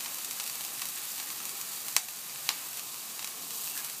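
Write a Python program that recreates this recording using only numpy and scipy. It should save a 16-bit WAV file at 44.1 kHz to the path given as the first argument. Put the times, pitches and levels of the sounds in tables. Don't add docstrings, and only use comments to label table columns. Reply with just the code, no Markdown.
import sys
import numpy as np
from scipy import signal
from scipy.fft import rfft, irfft, next_fast_len
from scipy.io import wavfile
from scipy.ndimage import uniform_filter1d, map_coordinates

SR = 44100
rng = np.random.default_rng(int(sys.argv[2]) if len(sys.argv) > 2 else 0)


def bounce(signal):
    frames = np.transpose(np.atleast_2d(signal))
    limited = np.clip(frames, -1, 1)
    pcm = np.round(limited * 32767).astype(np.int16)
    wavfile.write(sys.argv[1], SR, pcm)


N = 176400

# (time [s], level [dB], hump centre [Hz], hump width [octaves])
POPS = [(1.9647, 9, 6500, 0.74), (2.4901, 1.8, 4460, 0.76), (2.5046, -15, 1010, 0.68)]
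# (frequency [Hz], level [dB])
POP_COLOUR = [(40, -38), (140, -26), (300, 3), (550, 2), (1000, 3), (1700, 12.5), (2350, 11.5), (3200, 7.5),
              (9000, 2), (11000, 5.5), (15000, 7)]
# (time [s], level [dB], treble tilt [dB per octave])
CRACKLES = [(.0062, -10, 2.5), (0.0457, -12, 3), (0.0594, -14, -2.5), (0.144, -7.5, 10), (0.1843, -11.5, 5),
            (0.2467, -7.5, 5.5), (0.3098, -8.5, 3), (0.399, -6.5, 1.5), (0.4069, -14, 2),
            (0.439, -11.5, 4.5), (0.4626, -11.5, 4), (0.4755, -8.5, 5.5), (0.4972, -10.5, 2),
            (0.5543, -11, 4), (0.608, -13.5, 0.5), (0.638, -13, 5), (0.6488, -10.5, 3),
            (0.7938, -13.5, 1.5), (0.8175, -9, 2), (0.8195, -10, -1), (0.8543, -10, 3), (0.8866, -12, 7),
            (1.1173, -11.5, 12), (1.18, -15, 1), (1.199, -12, -1), (1.3024, -13, 0.5), (1.402, -19, -2.5),
            (1.4531, -9, 4.5), (1.492, -11, 3.5), (1.6126, -9, 4), (1.7323, -16, 1.5), (1.883, -9, 2.5),
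            (2.085, -12.5, -0.5), (2.2954, -18.5, -1.5), (2.358, -18.5, -2), (2.7308, -16, 4),
            (2.771, -10, 8), (2.7939, -12, 3), (2.943, -15, 2.5), (3.1923, -12.5, -.8), (3.226, -16.5, -1),
            (3.2444, -8.5, .5), (3.2734, -12, 2.5), (3.422, -18, 3), (3.506, -14, 0), (3.6415, -7, 15),
            (3.674, -15, 0), (3.7757, -7.5, 5), (3.846, -8, 9), (3.8978, -13, 4)]
# (frequency [Hz], level [dB])
CRACKLE_COLOUR = [(400, -13), (900, -5), (1800, 0.5), (2600, 1), (4000, 2.5), (7500, 1.5), (10000, -1.5),
                  (15000, -3.5)]
# (time [s], level [dB])
HISS_LEVEL = [(0, -41), (.4, -41), (.9, -41.5), (1.1, -40.5), (1.5, -41), (1.9, -42), (2.4, -41),
              (2.8, -43), (3.1, -41.5), (3.4, -42.5), (3.6, -40.5), (3.78, -41.5), (3.9, -42), (4, -44.5)]
# (frequency [Hz], level [dB])
HISS_COLOUR = [(200, -37), (500, -14), (900, -12.5), (1900, -11.5), (2600, -9), (3300, -2.5), (4400, -1.5),
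               (5150, -1), (5600, -4), (6500, 1.5), (7500, 1.6), (8700, 0), (10000, -2.5), (11800, 1),
               (13600, -2), (15300, -3)]
# (time [s], level [dB])
SPARK_LEVEL = [(0, -40.5), (.4, -42), (.8, -40.5), (1.1, -39.5), (1.5, -41), (1.9, -39), (2.4, -43),
               (2.8, -41.5), (3.1, -46), (3.38, -45.5), (3.55, -38.5), (3.66, -36.5), (3.8, -37.5),
               (3.9, -43.5), (4, -40)]
# (frequency [Hz], level [dB])
SPARK_COLOUR = [(200, -58), (900, -14.5), (2000, -23.5), (4000, -4), (5500, -6.5), (7600, 1.5), (8700, 3),
                (10000, -3), (12000, 1.5), (13600, 1.5), (15300, 1.5)]
# (time [s], length [s], level [dB])
SPUTTERS = [(0.964, 0.026, -43.5), (1.195, 0.023, -46.5), (2.761, .05, -44.5), (3.777, .034, -42.5),
            (3.841, .018, -42), (3.885, 0.022, -48.5)]
# (time [s], length [s], pitch [Hz], width [Hz], level [dB])
JETS = [(3.688, 0.089, 2770, 180, -55), (3.742, 0.081, 1650, 400, -51)]
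# (time [s], level [dB])
FLAME_LEVEL = [(0, -56.5), (.55, -56.5), (1.05, -57.5), (1.45, -57), (1.8, -57.5), (2.05, -57.5),
               (2.5, -58), (3.2, -57.5), (3.45, -55), (3.7, -57), (4, -58.5)]
# (frequency [Hz], level [dB])
FLAME_COLOUR = [(25, -35), (55, -46), (80, -19), (100, -14.5), (125, 0.5), (175, -0.5), (215, -0.5),
                (280, -1), (460, -4), (560, -6), (1200, -7), (1800, -15.5), (4000, -21.5)]
# (time [s], level [dB])
DRAUGHT_LEVEL = [(0, -49), (.5, -50), (1.45, -50), (1.8, -51), (2.15, -50), (2.65, -49.5), (2.9, -55),
                 (3.2, -51), (3.58, -58), (3.8, -49.5), (3.9, -47.5), (4, -57)]
# (frequency [Hz], level [dB])
DRAUGHT_COLOUR = [(250, -47), (520, -2.5), (750, -5.5), (1200, -0.5), (1500, 2.5), (1900, 3.5), (2100, 2.5),
                  (2600, -1), (4500, -7.5), (9000, -4.5)]
# (frequency [Hz], width [Hz], level [dB])
CAN_RESONANCES = [(215, 24, -9), (470, 26, -9), (700, 47, -6), (802, 70, 1), (836, 34, -8), (962, 33, 1.5),
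                  (1082, 65, 3), (1198, 21, 4), (1283, 104, -7), (1644, 30, -10), (1810, 42, -6),
                  (2292, 38, -1), (2475, 87, -5.5), (2627, 240, 0.5), (2905, 100, -5), (3860, 290, -9),
                  (4510, 220, -14), (4630, 37, 3), (5680, 280, -6), (7300, 91, -20)]
CAN_ECHO_DELAYS = [.0006, .00095, .00122]
CAN_ECHO_GAINS = [-.3, .62, .22]
# (frequency [Hz], level [dB])
ECHO_COLOUR = [(200, 1), (850, 1.5), (1900, -3.5), (3500, -3.5), (7500, 0.5), (12000, -1), (15000, -3)]


def pops():
    out = np.zeros(N)
    for start, db, hz, octaves in POPS:
        hump = lambda f: np.exp(-(np.log2((f + 1) / hz) / octaves) ** 2)
        colour = lambda f: hump(f) + amp(-12.5) * gain_at(POP_COLOUR, f)
        snap = fracture(colour, splinter_db=-1.5, splinter_fade_s=.005)
        add(out, start, amp(db) * echo(snap, echo_db=-4.5, scatter=.01))
    return out


def crackles(pivot_hz=5000, low_cut_hz=130, trim_db=-.67):
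    out = np.zeros(N)
    for start, db, tilt in CRACKLES:
        brightness = lambda f: amp(2 * tilt * np.tanh(np.log2((f + 1) / pivot_hz) / 2))
        bass_cut = lambda f: (f + 1) ** 2 / (f ** 2 + low_cut_hz ** 2)
        colour = lambda f: gain_at(CRACKLE_COLOUR, f) * brightness(f) * bass_cut(f)
        snap = fracture(colour, splinter_db=6, splinter_fade_s=.0055)
        add(out, start, amp(db + trim_db) * echo(snap, echo_db=-3, scatter=.15))
    return out


def hiss(flutter_db=.82):
    return noise(HISS_COLOUR) * amp(curve(HISS_LEVEL) + flutter_db * wobble(per_s=53))


def sparks(per_s=1100, spread_db=2, max_db=11, spit_db=-1):
    sizes = amp(np.minimum(spread_db * rng.standard_normal(N), max_db))
    ticks = (rng.random(N) < per_s / SR) * sizes * rng.choice([-1, 1], N)
    spit_power = signal.fftconvolve(ticks ** 2, burst(fade_s=.0086) ** 2)[:N]
    spit = np.sqrt(np.abs(spit_power)) * rng.standard_normal(N)
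    one_spark = click(lambda f: gain_at(SPARK_COLOUR, f))
    spray = signal.fftconvolve(ticks + amp(spit_db) * spit, one_spark)[:N]
    return amp(curve(SPARK_LEVEL)) * unit(spray)


def sputters():
    loudness = sum(amp(db) * np.sqrt(swell(start, length)) for start, length, db in SPUTTERS)
    return loudness * noise(CRACKLE_COLOUR)


def jets():
    out = np.zeros(N)
    for start, length, hz, width, db in JETS:
        whistle = filtered(rng.standard_normal(N), lambda f: 1 / (1 + ((f - hz) / width) ** 2) ** 2)
        out += amp(db) * unit(whistle) * swell(start, length)
    return out


def flame(flicker_db=-.2):
    return eddies(FLAME_COLOUR) * amp(curve(FLAME_LEVEL) + flicker_db * wobble(per_s=5.7))


def draught():
    return eddies(DRAUGHT_COLOUR) * amp(curve(DRAUGHT_LEVEL))


def fracture(colour, splinter_db, splinter_fade_s):
    snap = amp(splinter_db) * burst(splinter_fade_s, size=2000)
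    snap[0] += 1
    snap = flatten_tone(np.pad(snap, (31, 0)))
    return np.convolve(snap, click(colour))


def eddies(colour, depth_db=1.8, width_hz=60, life_s=.16):
    hz, t, bands = signal.stft(noise(colour), SR, nperseg=2048)
    swirl = uniform_filter1d(rng.standard_normal(bands.shape), round(width_hz / hz[1]), axis=0)
    swirl = uniform_filter1d(swirl, round(life_s / t[1]), axis=1)
    _, air = signal.istft(bands * amp(depth_db * unit(swirl)), SR, nperseg=2048)
    return unit(air[:N])


def can_ringing(f):
    return 1 + sum(amp(db) * 1j * f * width / (hz * hz - f * f + 1j * f * width)
                   for hz, width, db in CAN_RESONANCES)


def echo(sound, echo_db, scatter):
    rim_s = CAN_ECHO_DELAYS[-1]
    bricks = burst(fade_s=.047, delay_s=rim_s)
    hood = amp(-13) * burst(fade_s=.017, delay_s=.0148)
    yard = amp(1) * burst(fade_s=.2, delay_s=rim_s)
    tone = click(lambda f: gain_at(ECHO_COLOUR, f))
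    paths = amp(echo_db) * signal.fftconvolve(flatten_tone(bricks + hood + yard), tone)
    delays = CAN_ECHO_DELAYS * np.exp(scatter * rng.standard_normal(len(CAN_ECHO_DELAYS)))
    gains = np.r_[1, CAN_ECHO_GAINS]
    for delay, gain in zip(np.r_[0, delays], gains / np.linalg.norm(gains)):
        add(paths, delay, np.array([gain]))
    return signal.fftconvolve(sound, paths)


def amp(db):
    return 10 ** (np.asarray(db) / 20)


def unit(x):
    return x / np.sqrt(np.mean(x ** 2) + 1e-20)


def gain_at(colour, f):
    hz, db = np.transpose(colour)
    return amp(np.interp(np.log(f + 1), np.log(hz + 1), db))


def curve(points):
    return np.interp(np.arange(N) / SR, *np.transpose(points))


def swell(start, length):
    progress = np.clip((np.arange(N) / SR - start) / length, 0, 1)
    return np.abs(np.sin(np.pi * progress))


def wobble(per_s):
    return map_coordinates(rng.standard_normal(1024), [np.arange(N) * per_s / SR], mode="wrap")


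def filtered(x, response):
    size = next_fast_len(N + SR // 2)
    return irfft(rfft(x, size) * response(np.fft.rfftfreq(size, 1 / SR)), size)[:N]


def noise(colour):
    return unit(filtered(rng.standard_normal(N), lambda f: gain_at(colour, f)))


def click(colour, size=1024):
    gains = np.maximum(colour(np.fft.rfftfreq(size, 1 / SR)), 1e-6)
    cepstrum = irfft(np.log(gains))
    cepstrum[1:size // 2] *= 2
    cepstrum[size // 2 + 1:] = 0
    pulse = irfft(np.exp(rfft(cepstrum)))
    return pulse / np.linalg.norm(pulse)


def burst(fade_s, delay_s=0, size=12000):
    t = np.arange(size) / SR - delay_s
    x = rng.standard_normal(size) * (t >= 0) * np.exp(-np.log(1000) * np.abs(t) / fade_s)
    return x / np.linalg.norm(x)


def flatten_tone(x):
    spectrum = rfft(x, 2 * len(x))
    x = irfft(spectrum / (np.abs(spectrum) + 1e-12))[:len(x)]
    return x / np.linalg.norm(x)


def add(track, start, sound):
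    part = track[max(round(start * SR), 0):][:len(sound)]
    part += sound[:len(part)]


def scene():
    fire = pops() + crackles() + sputters() + hiss() + sparks() + jets() + flame() + draught()
    return filtered(fire, can_ringing)[None]


def record(dry):
    limit_db, recover_db_per_s, top_hz = -13.5, 7, 15300
    window = int(.0023 * SR)
    power = np.abs(uniform_filter1d(dry[0] ** 2, window))
    over_db = np.maximum(10 * np.log10(power + 1e-12) - limit_db, 0)
    recovery_db = recover_db_per_s * np.arange(N) / SR
    dip_db = np.maximum.accumulate(over_db + recovery_db) - recovery_db
    gain = amp(-uniform_filter1d(dip_db, window))
    return filtered(dry[0] * gain, lambda f: f < top_hz)[None]


dry = scene()
out = record(dry)
bounce(out)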